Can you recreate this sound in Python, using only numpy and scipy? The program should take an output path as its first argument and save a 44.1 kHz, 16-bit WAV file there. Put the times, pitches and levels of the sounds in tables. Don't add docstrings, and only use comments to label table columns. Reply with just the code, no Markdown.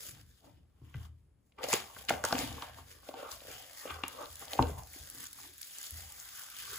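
import sys
import numpy as np
from scipy import signal
from scipy.fft import rfft, irfft, next_fast_len
from scipy.io import wavfile

SR = 44100
rng = np.random.default_rng(int(sys.argv[2]) if len(sys.argv) > 2 else 0)


def dump(signal):
    limited = np.clip(np.atleast_2d(signal).T, -1, 1)
    pcm = np.round(limited * 32767).astype(np.int16)
    wavfile.write(sys.argv[1], SR, pcm)


N = 298998

# frequency in Hz, relative spectral level in dB.
AIR_SPECTRUM = [(18, -65), (30, 2.5), (73, -20.5), (273, -19), (649, -30.5), (7090, -50), (8980, -36),
                (10800, -45), (16000, -64)]
AIR_DB = -72

# time in seconds, level in dB.
TREMBLE = [(0, -71), (.09, -58), (.32, -61), (.4, -74), (.5, -57), (.72, -65), (1.1, -62), (1.5, -73),
           (1.75, -58), (1.92, -68), (1.99, -58), (2.2, -76), (2.47, -49), (2.58, -68), (2.77, -58),
           (3.1, -69), (3.42, -66), (3.49, -57), (3.7, -76), (4.45, -62), (4.9, -74), (5.23, -64),
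           (5.33, -74), (5.43, -63), (5.7, -82), (6.25, -69), (6.5, -74), (6.65, -64), (6.78, -61)]
# start in seconds, peak in dB, pitch of the struck spot in Hz,
# length of the push in cycles of that pitch, share of the free ring time from 0 to 1.
BUMPS = [(0.119, -52, 131, 0.59, 0.8), (0.816, -46.5, 122, 0.88, 1), (0.948, -33, 112, 0.62, 1),
         (2.111, -33, 270, 0.53, 0.41), (2.331, -33, 250, 0.47, 1), (2.445, -42, 115, 0.6, 0.4),
         (2.5, -37, 90, 0.48, 0.27), (2.798, -50, 82, 0.73, 0.59), (3.32, -52, 67.3, 0.7, 0.35),
         (3.91, -45.5, 82, 0.7, 0.85), (4.298, -51, 87, 0.73, 1), (4.594, -28, 95, 0.3, 1),
         (4.596, -23, 270, 0.5, 0.9), (4.71, -36, 112, 0.6, 0.6), (4.783, -42, 120, 0.6, 0.6),
         (4.997, -45.5, 77, 0.97, 0.34), (5.917, -42, 70, 0.8, 0.8), (6.0, -46, 70, 0.8, 0.8)]
# frequency in Hz, relative level in dB, free t60 in seconds.
DESK_MODES = [(62.6, -6, 0.9), (80.5, 7, 0.58), (115.5, -4, 0.47), (130.5, 10, 0.12), (256.8, 10, 0.17),
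              (316, 2.5, 0.38)]
AFTER_DB, AFTER_RISE_S, AFTER_FALL_S = -12, .015, .08

# frequency in Hz, relative level in dB.
BOX_MODES = [(270, 4), (345, 2), (420, 0), (530, 1), (640, -0.5), (755, 1), (905, -0.5), (1085, 1),
             (1200, 0), (1380, -3), (1540, -1.5), (2040, -6), (2400, -6), (2800, -5), (3400, -8)]
# start in seconds, peak in dB, pitch of the struck spot in Hz, t60 in seconds.
KNOCKS = [(0.814, -53, 320, 0.046), (0.943, -40.5, 1820, 0.026), (1.582, -46, 2200, 0.05),
          (1.633, -34, 454, 0.054), (1.685, -33, 567, 0.017), (1.729, -20.5, 977, 0.02),
          (1.7305, -19, 2400, 0.01), (1.739, -23, 3300, 0.01), (1.737, -23, 415, 0.016),
          (1.964, -39, 1570, 0.022), (2.089, -29, 1650, 0.035), (2.103, -21, 1700, 0.02),
          (2.105, -15.5, 705, 0.016), (2.239, -20, 1550, 0.023), (2.241, -25, 620, 0.025),
          (2.251, -27.5, 1510, 0.012), (2.307, -29, 1270, 0.012), (2.325, -18.5, 684, 0.013),
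          (2.326, -22, 1600, 0.02), (2.346, -31, 260, 0.05), (2.389, -33, 270, 0.05),
          (2.58, -37.5, 1030, 0.058), (2.622, -31.5, 1100, 0.023), (2.784, -41, 1020, 0.067),
          (3.088, -32.5, 584, 0.035), (3.138, -34.5, 790, 0.069), (3.227, -37, 536, 0.038),
          (3.316, -49, 1520, 0.039), (3.416, -48, 590, 0.031), (3.448, -46, 533, 0.053),
          (3.48, -42, 530, 0.07), (3.853, -32, 517, 0.036), (3.905, -34, 1150, 0.03),
          (4.035, -25, 2800, 0.03), (4.036, -27, 1300, 0.015), (4.207, -41, 1050, 0.02),
          (4.23, -39, 1050, 0.03), (4.421, -41.5, 1290, 0.073), (4.476, -47, 720, 0.08),
          (4.534, -34, 680, 0.027), (4.554, -38, 536, 0.017), (4.59, -9, 890, 0.022),
          (4.593, -21, 400, 0.03), (4.624, -30, 1000, 0.04), (4.958, -47.5, 320, 0.035),
          (5.385, -46, 1200, 0.017), (5.45, -50, 900, 0.02), (5.785, -52.5, 1680, 0.035),
          (6.286, -55.5, 1500, 0.037), (6.742, -45.5, 1530, 0.018)]
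# time of the peak in seconds, seconds to rise 10 dB, seconds to fall 10 dB,
# bright rustle in dB, dull rustle in dB, rub on the box in dB, pitch of the rubbed panel in Hz.
MOVES = [(.086, .25, .035, -46, -51, -58, 450), (.205, .06, .025, -62, -59, -63, 290),
         (.31, .08, .1, -68, -68, -84, 400), (.45, .02, .06, -67, -64, -56, 700),
         (.46, .03, .05, -90, -90, -59, 290), (.38, .05, .05, -70, -68, -90, 700),
         (.57, .05, .06, -80, -73, -72, 300), (.15, .03, .05, -70, -58, -63, 900),
         (.85, .015, .06, -73, -68, -63, 270), (.96, .015, .07, -80, -61, -72, 510),
         (1.055, .14, .018, -64, -59, -61, 975), (1.18, .2, .15, -87, -86, -94, 300),
         (1.47, .05, .07, -81, -92, -90, 330), (1.59, .008, .08, -70, -54, -48, 1000),
         (1.6, .015, .08, -90, -90, -49, 450), (1.64, .012, .022, -43, -36, -36, 600),
         (1.694, .013, .05, -39, -39, -38, 700), (1.735, .03, .045, -35, -28, -36, 800),
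         (1.87, .1, .15, -57, -60, -55, 930), (1.989, .08, .09, -53, -53, -57, 600),
         (2.09, .004, .025, -39, -28, -55, 1200), (2.112, .01, .11, -50, -53, -35, 620),
         (2.251, .009, .1, -42, -37, -40, 930), (2.33, .03, .1, -46, -39, -38, 680),
         (2.4, .04, .08, -41, -34, -39, 800), (2.45, .08, .1, -90, -90, -43, 270),
         (2.575, .1, .04, -54, -47, -57, 520), (2.628, .03, .07, -53, -44, -44, 800),
         (2.79, .06, .04, -57, -54, -55, 750), (2.915, .08, .07, -57, -54, -60, 400),
         (3.087, .06, .035, -55, -52, -55, 570), (3.19, .04, .12, -55, -47, -45, 520),
         (3.265, .12, .05, -90, -90, -47, 1150), (3.325, .03, .045, -46, -47, -53, 1260),
         (3.515, .13, .25, -51, -48, -55, 650), (3.49, .015, .05, -60, -50, -50, 450),
         (3.53, .03, .02, -60, -50, -53, 2200), (3.815, .1, .12, -48, -52, -70, 700),
         (3.915, .06, .08, -55, -48, -42, 1150), (3.88, .03, .12, -90, -90, -47, 500),
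         (3.9, .03, .05, -90, -90, -48, 2800), (4.047, .015, .08, -60, -44, -50, 1030),
         (4.13, .05, .2, -55, -53, -58, 900), (4.228, .06, .03, -58, -54, -42, 1050),
         (4.22, .07, .04, -90, -90, -44, 520), (4.33, .12, .1, -53, -57, -63, 700),
         (4.425, .04, .035, -48, -48, -51, 600), (4.535, .05, .05, -45, -43, -44, 630),
         (4.604, .012, .07, -50, -51, -33, 500), (4.69, .08, .08, -52, -55, -45, 800),
         (4.79, .04, .06, -55, -61, -52, 800), (4.96, .1, .2, -50, -52, -59, 600),
         (5.2, .1, .08, -90, -90, -60, 300), (5.24, .15, .05, -47, -49, -60, 1450),
         (5.39, .03, .06, -50, -51, -59, 900), (5.45, .05, .07, -52, -52, -56, 330),
         (5.635, .1, .2, -51, -55, -90, 1600), (5.32, .05, .1, -55, -60, -90, 1500),
         (5.75, .08, .1, -53, -55, -90, 1600), (5.85, .15, .08, -47, -47, -64, 600),
         (5.994, .12, .15, -48, -48, -63, 600), (6.1, .05, .15, -56, -57, -61, 800),
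         (6.196, .05, .1, -49, -54, -64, 1250), (6.385, .15, .12, -47, -49, -57, 1560),
         (6.45, .15, .15, -60, -60, -66, 750), (6.6, .08, .25, -48, -45, -57, 1400),
         (6.7, .06, .15, -90, -90, -58, 450), (6.76, .2, .1, -46, -46, -52, 1450)]
RUB_T60_S = .024

# start in seconds, peak in dB, brightest part in Hz.
SNAPS = [(.9418, -43, 2500), (1.5216, -56, 3040), (1.5854, -46, 2510), (1.6322, -29, 2800),
         (1.6399, -25, 6200), (1.6864, -27, 6200), (1.7295, -11, 7900), (1.7374, -14, 6440),
         (2.0497, -38, 7110), (2.0864, -22, 3170), (2.0926, -16, 2310), (2.0961, -20, 7800),
         (2.1038, -29, 3320), (2.2393, -22, 6140), (2.2504, -17, 6800), (2.3253, -18, 4800),
         (2.353, -27, 2770), (2.389, -22, 5600), (2.622, -27, 3370), (3.0879, -38, 3430),
         (3.1413, -37, 3580), (3.316, -31, 5830), (3.4054, -40, 3400), (3.8774, -38, 2760),
         (3.9056, -34, 2920), (3.9421, -37, 3680), (4.0367, -25, 2600), (4.081, -24, 9800),
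         (4.257, -38, 3580), (4.356, -31, 7460), (4.3949, -33, 10500), (4.4533, -36, 7260),
         (4.481, -38, 3330), (4.5333, -23, 3370), (4.5887, -32, 2470), (4.6251, -21, 3600),
         (4.8343, -39, 6750), (4.9333, -35, 10600), (4.937, -43, 2200), (5.1, -30, 10300),
         (5.1487, -35, 11100), (5.241, -30, 10300), (5.255, -33, 5200), (5.2685, -30, 6740),
         (5.3304, -29, 10900), (5.5807, -37, 10730), (5.6162, -28, 12100), (5.6298, -32, 4970),
         (5.6715, -37, 11600), (5.7096, -37, 10650), (5.7847, -29, 7540), (5.814, -34, 7020),
         (5.829, -37, 10500), (5.84, -34, 5390), (5.8554, -33, 7650), (5.8622, -34, 7960),
         (5.8664, -34, 5120), (5.8794, -37, 8000), (5.9077, -25, 11500), (6.104, -40, 8000),
         (6.1225, -34, 10700), (6.1997, -34, 7120), (6.2891, -36, 6920), (6.4356, -35, 6900),
         (6.5015, -35, 11200)]
SNAP_T60_S, SNAP_SHORTER = .014, .45

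# frequency in Hz, relative spectral level in dB.
TISSUE_SPECTRUM = [(350, -67.5), (700, -14), (1150, -6), (1610, -2), (3400, -.5), (8020, -2), (9220, 1),
                   (10900, -2), (13200, -2), (15200, 0), (16500, -50.5)]
# frequency in Hz, lead of the left in turns.
TISSUE_LEAD = [(0, 0), (2700, .25), (4500, .35), (6400, 0)]
ECHO_S, ECHO_SHARE = .00061, .17

ROOM_DB, ROOM_T60_S, ROOM_TOP_HZ = -13, .3, 5000

# frequency in Hz, share from 0 to 1.
ALIKE = [(60, 1), (300, 0.57), (1000, 0.11), (2000, 1), (3500, 0), (5000, 0), (6100, 0), (6800, 1)]
# frequency in Hz, lead of the left in turns.
CHANNEL_LEAD = [(0, 0), (6500, .04), (7050, 0), (8850, -.5), (9300, -.5), (10950, -1), (11350, -1),
                (13050, -1.5), (13550, -1.5), (15250, -2)]
# frequency in Hz, left minus right in dB.
CHANNEL_BALANCE = [(60, 2), (400, 2), (1000, 0), (4400, 3), (6800, 2), (15000, -1)]
LOW_HZ, TOP_HZ = 50, 15900


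def undb(db):
    return 10 ** (np.asarray(db) / 20)


def unit(x):
    return x / np.sqrt(np.mean(x ** 2))


def curves(table):
    s, *columns = np.transpose(table)
    return [np.interp(np.arange(N) / SR, s, c) for c in columns]


def along(table, hz):
    f, value = np.transpose(table)
    return np.interp(np.log(hz + 1), np.log(f + 1), value)


def shape(x, gain):
    size = next_fast_len(x.shape[-1])
    f = np.arange(size // 2 + 1) * SR / size
    return irfft(rfft(x, size) * gain(f), size)[..., :x.shape[-1]]


def bell(hz, centre_hz, octaves):
    return np.exp(-.5 * (np.log2((hz + 1) / centre_hz) / octaves) ** 2)


def apart(table):
    sides = np.array([[1], [-1]])
    return lambda f: np.exp(1j * np.pi * sides * np.interp(f, *np.transpose(table)))


def add(track, s, sound, db):
    i = int(s * SR)
    sound = sound[:, :N - i]
    track[:, i:i + sound.shape[1]] += sound * undb(db) / np.abs(sound).max()


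def noise():
    alike = lambda f: np.clip(along(ALIKE, f), 0, 1)
    both, left, right = rng.standard_normal((3, N))
    common = shape(both, lambda f: np.sqrt(alike(f)))
    separate = shape(np.array([left, right]), lambda f: np.sqrt(1 - alike(f)))
    return common + separate


def drift(rate):
    points = rng.standard_normal(256)
    return np.interp(np.arange(N) / SR * rate, np.arange(len(points)), points)


def crackle(rate, spread_db, t60):
    sizes = undb(spread_db * np.minimum(rng.exponential(size=N), 3.5))
    slips = (rng.random(N) < rate / SR) * sizes
    decay = np.exp(-np.log(1000) / (t60 * SR))
    return unit(signal.lfilter([1], [1, -decay], slips))


def swells(s, rise_s, fall_s, db):
    late = np.arange(0, N + 64, 64) / SR - np.asarray(s)[:, None]
    rising = -late / np.reshape(rise_s, (-1, 1))
    falling = late / np.reshape(fall_s, (-1, 1))
    below = np.where(late < 0, rising, falling)
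    return 10 ** (np.asarray(db)[:, None] / 10 - below) + 1e-14


def full(x):
    return np.interp(np.arange(N) / 64, np.arange(len(x)), x)


def half_sine(t, contact):
    return (t < contact) * np.sin(np.pi * t / contact)


def ring(push, hz, t60):
    pole = np.exp(2j * np.pi * hz / SR - np.log(1000) / (t60 * SR))
    return signal.lfilter([1], [1, -pole], push).imag


def air(hiss):
    swapped = hiss[:, ::-1]
    return unit(shape(swapped, lambda f: undb(along(AIR_SPECTRUM, f)))) * undb(AIR_DB)


def desk_tremble(hiss):
    trembling = unit(sum(undb(db) * ring(hiss, hz, 0.21 * t60) for hz, db, t60 in DESK_MODES[:4]))
    s, db = np.transpose(BUMPS)[:2]
    after = swells(s + AFTER_RISE_S, AFTER_RISE_S, AFTER_FALL_S, db + AFTER_DB).sum(0)
    return trembling * np.sqrt(undb(curves(TREMBLE)[0]) ** 2 + full(after))


def desk(hiss):
    out = desk_tremble(hiss)
    t = np.arange(SR // 2) / SR
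    for s, db, spot_hz, cycles, free in BUMPS:
        push = half_sine(t, cycles / spot_hz)
        bend = 0
        for hz, mode_db, t60 in DESK_MODES:
            gain = undb(mode_db) * (bell(hz, spot_hz, 0.33) + 0.14) / hz
            bend = bend + gain * ring(push, hz, free * t60)
        add(out, s, np.gradient(bend)[None], db)
    return out


def rub(hiss):
    s, rise_s, fall_s, _, _, rub_db, spot_hz = np.transpose(MOVES)
    power = swells(s, rise_s, fall_s, rub_db)
    slip = (0.48 + 0.34 * crackle(rate=130, spread_db=3.0, t60=0.02)) * hiss
    reach = [undb(db) * (bell(hz, spot_hz, .36) + .22 * np.minimum(1, hz / spot_hz) ** .6)
             for hz, db in BOX_MODES]
    share = np.array(reach) ** 2
    share = share / share.sum(0)
    out = 0
    for k, (hz, _) in enumerate(BOX_MODES):
        level = np.sqrt(full(share[k] @ power)) * undb(2.5 * drift(14))
        out = out + (-1) ** k * level * unit(ring(slip, hz, RUB_T60_S))
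    return out


def box(hiss):
    out = rub(hiss)
    t = np.arange(4096) / SR
    for s, db, spot_hz, t60 in KNOCKS:
        contact = 0.28 / spot_hz
        shuffle = hiss[:, int(s * SR / 2):][:, :len(t)] * undb(-60 * t / 0.036)
        push = half_sine(t, contact) + .18 * shuffle
        knock = 0
        for k, (hz, mode_db) in enumerate(BOX_MODES):
            nearness = bell(hz, spot_hz, 0.23) + 0.28 * min(1, spot_hz / hz)
            gain = (-1) ** k * undb(mode_db) * nearness
            knock = knock + gain * ring(push, hz, max(t60, .005))
        add(out, s, knock, db)
    return out


def snaps(hiss):
    out, t = np.zeros((2, N)), np.arange(2048) / SR
    for s, db, hz in SNAPS:
        t60 = SNAP_T60_S * (5000 / hz) ** SNAP_SHORTER
        burst = hiss[:, int(s * SR):][:, :len(t)] * undb(-60 * t / max(t60, .002))
        snap = shape(burst, lambda f: bell(f, hz, 0.3) + 0.39 * bell(f, .8 * hz, 1.1))
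        add(out, s, snap, db)
    return out


def rustle_levels():
    s, rise_s, fall_s, bright_db, dull_db = np.transpose(MOVES)[:5]
    return [full(10 * np.log10(swells(s, rise_s, fall_s, db).sum(0))) for db in (bright_db, dull_db)]


def tissue():
    bright_db, dull_db = rustle_levels()
    sliding, shared = noise(), crackle(rate=350, spread_db=7.0, t60=0.0094)
    size = next_fast_len(N)
    f = np.arange(size // 2 + 1) * SR / size
    spectrum = 0
    for hz in 1300 * 2 ** np.arange(-.6, 3.8, .3):
        grain = 0.8 + 0.4 * shared + 0.45 * crackle(rate=400, spread_db=5.5, t60=0.016)
        dull_share = np.clip(np.log2(6500 / hz), 0, 1)
        db = bright_db + dull_share * (dull_db + 3 * drift(10) - bright_db)
        spectrum = spectrum + rfft(undb(db) * grain * sliding, size) * bell(f, hz, .14)
    echo = ECHO_SHARE * (f < 7000) * np.exp(-2j * np.pi * f * ECHO_S)
    spectrum = spectrum * (1 + echo) * undb(along(TISSUE_SPECTRUM, f)) * apart(TISSUE_LEAD)(f)
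    return irfft(spectrum, size)[:, :N]


def room(near, hiss):
    t = np.arange(SR // 3) / SR
    walls = hiss[:, -len(t):] * undb(-60 * t / ROOM_T60_S) * (t > .004)
    walls = shape(walls, lambda f: 1 / np.hypot(1, f / ROOM_TOP_HZ))
    walls = walls * undb(ROOM_DB) / np.linalg.norm(walls[0])
    return signal.fftconvolve(near.mean(0)[None], walls, axes=1)[:, :N]


def scene():
    hiss = noise()
    near = desk(hiss) + box(hiss) + snaps(hiss) + tissue()
    return near + room(near, hiss) + air(hiss)


def record(dry):
    sides = np.array([[1], [-1]])
    image = lambda f: apart(CHANNEL_LEAD)(f) * undb(sides * along(CHANNEL_BALANCE, f) / 2)
    low_cut = signal.butter(4, LOW_HZ, "high", fs=SR, output="sos")
    top_cut = signal.ellip(10, .2, 70, TOP_HZ, fs=SR, output="sos")
    sound = signal.sosfilt(low_cut, shape(dry, image))
    return signal.sosfilt(top_cut, sound)


dry = scene()
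out = record(dry)
dump(out)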